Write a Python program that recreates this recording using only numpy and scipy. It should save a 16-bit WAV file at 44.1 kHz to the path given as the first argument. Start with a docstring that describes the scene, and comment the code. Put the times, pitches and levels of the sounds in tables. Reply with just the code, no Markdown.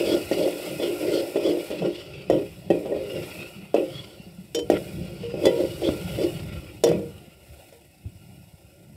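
"""A steel ladle scrapes through sizzling spice paste in a thick aluminium pot on a gas stove.
The microphone is close to the pot, in a small kitchen. The ladle's edge chatters on the loaded bottom
and rasps through the paste; its blows knock the pot and ring the free rim and the ladle itself.
Steam bubbles fizz in the oil, coloured by the hollow of the pot. Underneath, a low rumble with a few
soft thumps comes and goes."""
import sys
import numpy as np
from scipy import signal
from scipy.io import wavfile
from scipy.ndimage import uniform_filter1d

SR = 44100
rng = np.random.default_rng(int(sys.argv[2]) if len(sys.argv) > 2 else 0)


def digitize_waveform(pressure):
    """Quantize a signal to 16-bit integers and store it at the path in sys.argv[1].

    Rows of a 2-D input are taken as channels; values are limited to [-1, 1].
    """
    field = np.atleast_2d(pressure).T
    bounded = np.clip(field, -1, 1)
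    quanta = np.round(bounded * 32767).astype(np.int16)
    wavfile.write(sys.argv[1], SR, quanta)


N = 395125

# modes of the loaded pot bottom and wall: pitch_hz, level_db, t60_s
POT_MODES = [(205, -17.5, 0.11), (175.6, -18.5, 0.6), (250, -21, 0.057), (306.2, -0.5, 0.19),
             (353.2, 7, 0.11), (409.4, 4, .11), (472, -4, .14), (533.2, 6, 0.13), (600, 12, 0.056),
             (638, -5, 0.093), (650, -3.5, 0.044), (796, -6.5, 0.15), (880, -21, 0.14), (1260, -39, 0.2),
             (1420, -32, 0.17), (1890, -15, 0.18), (2200, -35, 0.13), (2610, -17, 0.13), (3120, -18, .2)]
# ladle blows: start_s, knock_db, rim_hum_db, rim_ring_db, bowl_db, handle_db, crack_db,
# place_rad, bounce_s, mute_after_s
LADLE_BLOWS = [ (.313, -9.5, -41, -55, -70, -44, -41, .62, .013, .065),
               (.476, -18, -40, -57, -70, -60, -36, .73, .0056, .1),
               (.798, -19, -50, -38, -60, -56, -55, .64, .0076, .05),
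               (1.006, -24, -47, -46, -65, -65, -47, .98, .007, .1),
               (1.358, -11.5, -47, -47, -66, -57, -45, .69, .011, .078),
               (1.571, -24, -45, -55, -70, -66, -50, .7, .006, .08),
               (1.703, -21, -45, -45, -70, -62, -40, .6, .0098, .1),
               (1.821, -14.5, -39, -48, -67, -66, -50, .72, .0092, .13),
               (2.299, -4.5, -26, -44, -42.5, -56, -31.5, .8, .013, .09),
               (2.703, -5, -33, -49, -58, -70, -36, .58, .012, .084),
               (2.858, -19.5, -41, -54, -70, -72, -45, .53, .011, .085),
               (2.921, -16.5, -49, -64, -70, -72, -57, .62, .0071, .09),
               (2.963, -19.5, -41, -60, -70, -61, -52, .66, .0086, .13),
               (3.743, -4.5, -26.5, -50, -53, -72, -33, .75, .016, .05),
               (4.547, -23, -22.5, -75, -31, -31, -24.5, .61, .006, .05),
               (4.589, -23, -29.5, -70, -38.5, -54, -31, .88, .0043, .04),
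               (4.7, -1.5, -27, -46, -63, -45, -26, .8, .0013, .077),
               (5.233, -35, -29, -88, -75, -78, -58, .37, .0059, .09),
               (5.339, -18.5, -38, -70, -81, -78, -56, .94, .0084, .1),
               (5.432, -27, -48, -55, -70, -66, -42, .7, .005, .06),
               (5.454, -14, -18, -25.5, -36, -50.5, -20.5, .37, .002, .049),
               (5.466, -7, -21, -33, -58, -50, -30, .61, .0019, .126),
               (5.603, -22, -37, -48, -70, -64, -49, .56, .0071, .19),
               (5.819, -18.5, -35, -50, -62, -59, -46, .8, .0053, .13),
               (5.89, -12.5, -35, -60, -65, -59, -47, .52, .0018, .14),
               (6.186, -20, -42, -42, -51, -60, -50, .96, .0089, .08),
               (6.837, -6.5, -17, -46, -41.5, -25.5, -16, .8, .011, .08),
               (6.871, -14.5, -34, -38, -58, -48, -33, .44, .008, .087),
               (6.888, -20.5, -40, -39, -67, -63, -30, .9, .0035, .076),
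               (6.915, -17, -43, -59, -76, -62, -38, .47, .003, .09),
               (6.991, -25, -33.5, -72, -70, -70, -52, .72, .0044, .11),
               (7.724, -39, -52, -66, -66, -75, -54, .72, .0038, .063)]


def gain_of(db):
    return 10 ** (np.asarray(db) / 20)


def unit_rms(x):
    return x / np.sqrt(np.mean(x ** 2) + 1e-20)


def level_at(spectrum, hz):
    """Level in dB at hz, between (pitch_hz, level_db) points on a log frequency axis."""
    pitch_hz, level_db = np.transpose(spectrum)
    return np.interp(np.log(hz + 1), np.log(pitch_hz + 1), level_db)


def curves(table, t):
    """The columns after a table's time column, read at times t."""
    times, *columns = np.transpose(table)
    return [np.interp(t, times, column) for column in columns]


def slow(rule):
    """A slow control, worked out every millisecond and stretched to every sample."""
    grid = np.arange(0, N / SR + .002, .001)
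    return np.interp(np.arange(N) / SR, grid, rule(grid))


def add(mix, start_s, sound):
    part = mix[round(start_s * SR):][:len(sound)]
    part += sound[:len(part)]


def swell_db(t, peak_s, rise_s, fall_s):
    """A round-topped swell, 10 dB down at rise_s before its peak and at fall_s after."""
    return -10 * np.maximum((peak_s - t) / rise_s, (t - peak_s) / fall_s) ** 1.45


def ring(modes, drive_db=0, place=0, t60_scale=1, size=7000):
    """Dying sines of a struck object; the place of the blow weights each mode."""
    hz, db, t60 = np.transpose(modes)[:, :, None]
    t = np.arange(size) / SR
    weight = gain_of(db + drive_db) * np.cos(place * np.arange(len(modes)))[:, None]
    return (weight * gain_of(-60 * t / (t60 * t60_scale)) * np.sin(2 * np.pi * hz * t)).sum(0)


def noise(colour_db, patchy_db, flicker_db, size):
    """Unit-level noise shaped by colour_db(hz, t), with narrow lasting patches and a broad flicker."""
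    hop = size // 4
    frames, hz = N // hop + 5, np.fft.rfftfreq(size, 1 / SR)[:, None]
    real, imag, patches = rng.standard_normal((frames, len(hz), 3)).T
    patches = unit_rms(uniform_filter1d(uniform_filter1d(patches, size=4, axis=0), size=15, axis=1))
    patches /= 1 + (hz / 6000) ** 4  # the finest hiss stays even
    flicker = unit_rms(uniform_filter1d(rng.standard_normal(frames), size=3))
    level_db = colour_db(hz, np.arange(frames) * hop / SR) + patchy_db * patches + flicker_db * flicker
    spectra = (real + 1j * imag) * gain_of(level_db)
    return unit_rms(signal.istft(spectra, nperseg=size, noverlap=size - hop)[1][:N])


def stirring(t):
    """Strokes over light dragging: gains of chatter, rasp and rasp treble, and the rasp's pitch."""
    # scraping strokes: peak_s, rise_s, fall_s, chatter_db, rasp_db, treble_db, resonance_hz
    strokes = [ (0.0, .05, .06, -22.5, -36, -43, 2980), (.13, .12, .06, -19.5, -36.5, -35.5, 3400),
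               (.32, .007, .11, -27, -39, -43.5, 3100), (.43, .08, .08, -20.5, -40, -39, 3350),
               (.68, .21, .09, -33, -44, -52, 3250), (.83, .035, .11, -24, -37, -42, 3400),
               (1.02, .012, .21, -26, -45, -52, 2900), (1.15, .08, .105, -21.5, -38, -36, 3250),
               (1.37, .03, .05, -23.5, -40.5, -45, 2950), (1.47, .06, .11, -19.5, -40, -41, 3400),
               (1.715, .01, .08, -26, -41, -51, 2860), (1.86, .035, .025, -19.5, -41.5, -47, 2860),
               (2.322, .005, .065, -19.5, -39, -55, 3300), (2.42, .05, .022, -28, -45, -54, 2900),
               (2.724, .005, .09, -26.5, -47, -58, 2500), (2.9, .07, .21, -28, -55, -62, 2400),
               (3.17, .11, .06, -31, -46, -50, 2850), (3.41, .08, .07, -43, -50, -54, 2580),
               (3.766, .005, .06, -18.5, -39, -60, 2900), (4.562, .005, .05, -26, -43, -35, 3070),
               (4.72, .008, .03, -18.5, -37, -40, 2670), (4.77, .03, .015, -31, -34.5, -51, 2230),
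               (5.37, .04, .21, -30.5, -49, -60, 2500), (5.465, .04, .03, -16, -35, -40, 3370),
               (5.61, .06, .055, -23.5, -42, -42, 2940), (5.825, .008, .11, -27, -52, -52, 3480),
               (5.87, .05, .055, -23, -35, -38, 3400), (6.215, .04, .045, -22.5, -48, -55, 3080),
               (6.24, .03, .022, -28.5, -41, -37, 2940), (6.86, .005, .06, -18.5, -42, -42, 2750),
               (6.89, .03, .11, -27.5, -40, -55, 2760)]
    # dragging between strokes: time_s, chatter_db, rasp_db, treble_db, resonance_hz
    dragging = [(0, -55, -47, -50, 2700), (1.6, -52, -47, -54, 2400), (2.0, -43, -45, -48, 2950),
                (2.27, -47, -50, -58, 2540), (2.65, -57, -58, -65, 2800), (2.9, -48, -54, -64, 2200),
                (3.1, -50, -46, -56, 2850), (3.3, -52, -43, -51, 2600), (3.7, -57, -55, -65, 2650),
                (3.97, -48, -46, -50, 3350), (4.25, -56, -60, -62, 2750), (4.52, -62, -70, -70, 2850),
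                (4.8, -43, -54, -60, 2300), (5.2, -45, -49, -54, 2750), (5.7, -42, -46, -51, 2950),
                (5.95, -44, -48, -52, 2450), (6.13, -46, -43, -52, 3050), (6.4, -47, -46, -55, 2800),
                (6.7, -50, -50, -61, 2500), (6.81, -62, -62, -63, 2880), (7.25, -56, -58, -70, 2800),
                (7.6, -110, -70, -90, 2800), (8.96, -120, -110, -130, 2800)]
    peak_s, rise_s, fall_s, chatter_db, rasp_db, treble_db, stroke_hz = np.transpose(strokes)[:, :, None]
    *drag_db, drag_hz = curves(dragging, t)
    press_db = np.maximum(swell_db(t, peak_s, rise_s, fall_s), -150)
    grind_db = 1.3 * press_db  # rasp climbs and drops faster than chatter
    stroke_db = chatter_db + press_db, rasp_db + grind_db, treble_db + grind_db
    powers = [gain_of(2 * np.vstack(pair)) for pair in zip(stroke_db, drag_db)]
    sagged_hz = stroke_hz * (1 + np.maximum(.017 * press_db, -.25))  # sinks as pressure eases
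    pitch_hz = np.average(np.vstack([sagged_hz, drag_hz]), axis=0, weights=powers[1])  # loudest rasp leads
    return *(np.sqrt(power.sum(0)) for power in powers), pitch_hz


def chatter():
    """The ladle edge sticks and slips over the bottom: uneven soft knocks at changing places."""
    slips_per_s, places = 800, np.linspace(0.3, 2.8, 6)
    slipping = rng.random(N) < slips_per_s / SR
    slips = slipping * gain_of(2 * np.minimum(rng.exponential(1, N), 4))
    spot = rng.integers(0, len(places), N)
    contact = np.hanning(70) / 35  # paste cushions each slip
    contact[0] = 0.22  # a little bare steel still meets the metal
    mode_hz = np.array(POT_MODES)[:, :1]
    drive_db = np.maximum(-5 * np.log2(mode_hz / 430) ** 2, -4.5)  # sliding drives the middle modes best
    taps = [np.convolve(ring(POT_MODES, drive_db, place, size=4000), contact) for place in places]
    rms = np.sqrt(np.mean(slips ** 2) * np.mean([(tap ** 2).sum() for tap in taps]))
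    push = slips * slow(lambda t: stirring(t)[0])
    return sum(signal.oaconvolve(push * (spot == k), tap)[:N] for k, tap in enumerate(taps)) / rms


def hollow_db(hz):
    """The air in the pot resonates and colours the hiss made inside it."""
    # peaks and dips of the hollow: centre_hz, width_hz, level_db
    resonances = [(630, 30, -21.5), (1150, 67, -3), (1399, 50, 20.5), (1652, 120, -7), (2050, 280, 3.5),
                  (2540, 34, 6.5), (2870, 42, 9), (3370, 150, 9), (3720, 270, 4.5), (3997, 750, 1.5),
                  (5255, 400, 4.5), (6340, 360, -2.5), (8040, 2050, 15)]
    return sum(db / (1 + (2 * (hz - centre) / width) ** 2) for centre, width, db in resonances)


def rasp():
    """Paste grinds under the ladle: patchy hiss with two resonances that glide as the bowl tilts."""
    # spectrum of grinding paste: pitch_hz, level_db
    spectrum = [(700, 0), (1400, 0.5), (1700, -3.5), (2300, 4.5), (3200, 1), (5400, 1), (6300, -9.5),
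                (8000, -15), (12000, -11.5), (15600, -26)]

    def colour_db(hz, t):
        _, body, treble, pitch_hz = stirring(t)
        wander = .035 * unit_rms(uniform_filter1d(rng.standard_normal(len(t)), size=16))
        lower_db = 9 * np.exp(-(np.log((hz + 1) / pitch_hz) / .11) ** 2)
        upper_db = 7.3 * np.exp(-((np.log((hz + 1) / 4700) - wander) / .069) ** 2)
        shelf_db = 20 * np.log10(treble / body) / (1 + (3800 / (hz + 1)) ** 8)
        return level_at(spectrum, hz) + 0.8 * hollow_db(hz) + lower_db + upper_db + shelf_db
    return slow(lambda t: stirring(t)[1]) * noise(colour_db, patchy_db=3.6, flicker_db=2.2, size=1024)


def frying(t):
    """Gain of the sizzle: a slow level, plus a flare whenever a knock shakes the paste."""
    # frying as paste is turned onto hot metal: time_s, level_db
    levels = [(0, -38.5), (1.2, -40), (1.4, -44), (1.68, -43), (1.83, -52), (2.0, -55), (2.3, -59),
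              (3.0, -58), (3.08, -47), (3.3, -43.5), (3.5, -48.5), (3.73, -57), (4.2, -58), (4.5, -56),
              (4.85, -50), (5.33, -59), (5.43, -45.5), (6.25, -42), (6.5, -50), (6.85, -53), (7.35, -62),
              (7.55, -51.5), (7.95, -59), (8.3, -55.5), (8.96, -59)]
    flare_db, fade_db_per_s = -43, 22
    flare_power = sum(gain_of(2 * (knock_db + flare_db - fade_db_per_s * abs(t - start_s))) * (t > start_s)
                      for start_s, knock_db, *_ in LADLE_BLOWS)
    return np.sqrt(gain_of(2 * curves(levels, t)[0]) + flare_power)


def sizzle():
    """Dense fizz of steam bubbles, heard through the hollow of the pot, with sparse tiny pops."""
    # spectrum of the fizz: pitch_hz, level_db
    spectrum = [(130, -37), (220, -15), (344, 5), (465, -7), (597, 9.5), (1200, -24), (1410, -16.5),
                (1620, -16.5), (2820, -8), (3190, -20.5), (5260, -16), (6510, -25), (8070, -27),
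                (11300, -14), (15600, -19)]
    fizz = noise(lambda hz, t: level_at(spectrum, hz) + hollow_db(hz) - 40 * (hz < 200),
                 patchy_db=2.8, flicker_db=1, size=1024)
    pops_per_s, pop_hz = 120, 9000
    bursts = gain_of(3.5 * np.minimum(rng.exponential(1, N), 3)) * (rng.random(N) < pops_per_s / SR)
    t = np.arange(200) / SR
    pop = np.sin(2 * np.pi * pop_hz * t) * np.exp(-t / 0.00015)
    pops = unit_rms(signal.oaconvolve(bursts, pop)[:N])
    return slow(frying) * (fizz + gain_of(-17) * pops)


def rumble():
    """Lumpy low noise, with swells that lack its deepest part."""
    # spectrum of the rumble: pitch_hz, level_db
    spectrum = [(12, -53.5), (20, -41), (40, -5.5), (70, 3), (178, 5.5), (200, 3.5), (242, -21.5),
                (300, -7), (390, -14), (660, -120)]
    # slow course of the deep rumble: time_s, level_db
    deep_levels = [(0, -50), (1.2, -54), (2.0, -48), (2.7, -48), (3.1, -43), (3.6, -51), (4.1, -47),
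                   (4.5, -53), (4.9, -37), (5.3, -39), (5.6, -40), (6.0, -36), (6.68, -35), (6.82, -46),
                   (7.1, -42), (7.4, -52), (8.0, -56), (8.4, -52), (8.96, -53)]
    # swells of the upper rumble: peak_s, level_db, half_width_s
    swells = [(.1, -41, .1), (.4, -41, .06), (.75, -37, .08), (1.1, -40, .1), (1.83, -38, .07),
              (2.36, -34, .09), (2.73, -36, .1), (3.2, -38, .08), (3.39, -38, .05), (3.6, -41, .06),
              (3.98, -39, .07), (4.75, -30, .09), (5.0, -40, .15), (5.45, -40, .12), (5.9, -30, .03),
              (6.16, -38, .09), (6.92, -24, .06), (7.05, -40, .1), (8.075, -38, .03), (8.3, -48, .12),
              (8.9, -46, .06)]

    def colour(bass_db):
        return lambda hz, t: level_at(spectrum, hz) + bass_db / (1 + (hz / 100) ** 4)
    deep = noise(colour(bass_db=1.5), patchy_db=3, flicker_db=2.1, size=2048)
    upper = noise(colour(bass_db=-14), patchy_db=3.5, flicker_db=1.4, size=2048)
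    deep *= gain_of(slow(lambda t: curves(deep_levels, t)[0]))
    upper *= slow(lambda t: sum(gain_of(db + swell_db(t, s, width, width)) for s, db, width in swells))
    return deep + upper


def bounced(knock, bounce_s):
    """The ladle lands three times within bounce_s, then paste damps the pot."""
    t = np.arange(len(knock)) / SR
    rebounds = sum(np.interp(t - share * bounce_s, t, knock, left=0) for share in (.45, 1))
    burst = knock + 0.73 * rebounds
    burst *= gain_of(-5 / (1 + np.exp(-(t - bounce_s - .005) / .0032)))
    return burst / abs(burst).max()


def blows():
    """Each blow cracks, knocks the pot, and rings rim and ladle until paste or hand mutes them."""
    # modes of the pot's free rim: pitch_hz, level_db, t60_s
    rim_modes = [(470, 0, .7), (953, -11, .8), (1995, -9, .35), (3440, 0, .19), (4016, -14, .2),
                 (4856, -7, .14)]
    # modes of the ladle's bowl: pitch_hz, level_db, t60_s
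    bowl_modes = [(2859, -11, .1), (3074, 0, .5), (3914, -12, .07), (5130, -7, .06), (5534, -3, .18),
                  (6853, -8, .14), (7962, -2, .045), (9000, -14, .04), (11300, -14, .04)]
    # modes of the ladle's flat handle: pitch_hz, level_db, t60_s
    handle_modes = [(3570, 2, .06), (5010, -5, .08), (5460, -3, .08), (5690, 0, .1), (6510, -1, .045),
                    (6930, -2, .04), (7080, -2, .04), (7650, -4, .04), (8090, -5, .05)]
    out, t = np.zeros(N), np.arange(7000) / SR
    white = rng.standard_normal((len(LADLE_BLOWS), len(t)))
    cracks = signal.lfilter(*signal.butter(1, [900, 8000], "band", fs=SR), white)
    cracks *= gain_of(-60 * t / 0.031) + 0.06 * gain_of(-60 * t / 0.18)
    cracks *= 1.4 * (1 - np.exp(-t / .0015))  # paste blunts the first instant
    bowl, handle, rim_hz = ring(bowl_modes), ring(handle_modes), np.array(rim_modes)[:, :1]
    for blow, crack in zip(LADLE_BLOWS, cracks):
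        start_s, knock_db, hum_db, ring_db, bowl_db, handle_db, crack_db, place, bounce_s, mute_s = blow
        knock = bounced(ring(POT_MODES, place=place, t60_scale=.78), bounce_s)  # paste shortens the ring
        # a soft touch reaches only the rim's low modes
        rim = ring(rim_modes, drive_db=level_at([(470, hum_db), (3400, ring_db)], rim_hz))
        metal = rim + gain_of(bowl_db) * bowl + gain_of(handle_db) * handle
        metal *= (1 - np.exp(-t / .00089)) * gain_of(-900 * np.maximum(t - mute_s, 0))
        add(out, start_s, gain_of(knock_db) * knock + gain_of(crack_db) * crack + metal)
    return out


def thumps():
    """Soft low thumps, each a sine that dies within a few cycles."""
    # thumps under the stirring: start_s, level_db, pitch_hz, decay_cycles
    events = [(4.199, -31.5, 185, 1.7), (4.266, -39.5, 183, 5.8), (4.384, -33, 188, 4.4),
              (4.437, -42, 205, 4.4), (5.889, -10.5, 286, 1.35), (7.279, -36, 194, 1.4),
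              (7.501, -39, 72.7, 4.1), (8.054, -24.5, 93, 1.7), (8.153, -41, 95.5, 2),
              (8.538, -35, 117, 0.83)]
    out = np.zeros(N)
    for start_s, level_db, pitch_hz, decay_cycles in events:
        cycles = np.arange(0, 3 * decay_cycles / pitch_hz, 1 / SR) * pitch_hz
        envelope = gain_of(level_db) * np.exp(-(cycles / decay_cycles) ** 2)
        add(out, start_s, envelope * np.sin(2 * np.pi * cycles))
    return out


def kitchen(sound, t60_s=0.29):
    """Short dull tail of a small room: sparse reflections of random sign."""
    taps = np.zeros(SR // 2)
    slots = np.arange(300, SR // 2 - 20, 20)
    taps[slots + rng.integers(0, 20, len(slots))] = rng.choice([-1., 1.], len(slots))
    taps *= gain_of(-60 * np.arange(len(taps)) / SR / t60_s)
    tail = signal.lfilter(*signal.butter(1, 1800, fs=SR), taps / np.linalg.norm(taps))
    return signal.fftconvolve(sound, tail)[:N]


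def scene():
    """Close to the stove, in mono: the small pot radiates little bass; the room answers the metal."""
    metal = signal.lfilter(*signal.butter(2, 110, "high", fs=SR), blows() + chatter())
    return (metal + gain_of(-11.5) * kitchen(metal) + rasp() + sizzle() + rumble() + thumps())[None]


def record(dry):
    """The microphone drops the deepest bass; the treble ends at a steep band limit."""
    low_cut_hz, band_limit_hz = 50, 15700
    thin = signal.sosfilt(signal.butter(3, low_cut_hz, "high", fs=SR, output="sos"), dry)
    lowpass = signal.firwin(511, band_limit_hz, window=("kaiser", 9), fs=SR)
    return signal.oaconvolve(thin, lowpass[None], "same")


dry = scene()
out = record(dry)
digitize_waveform(out)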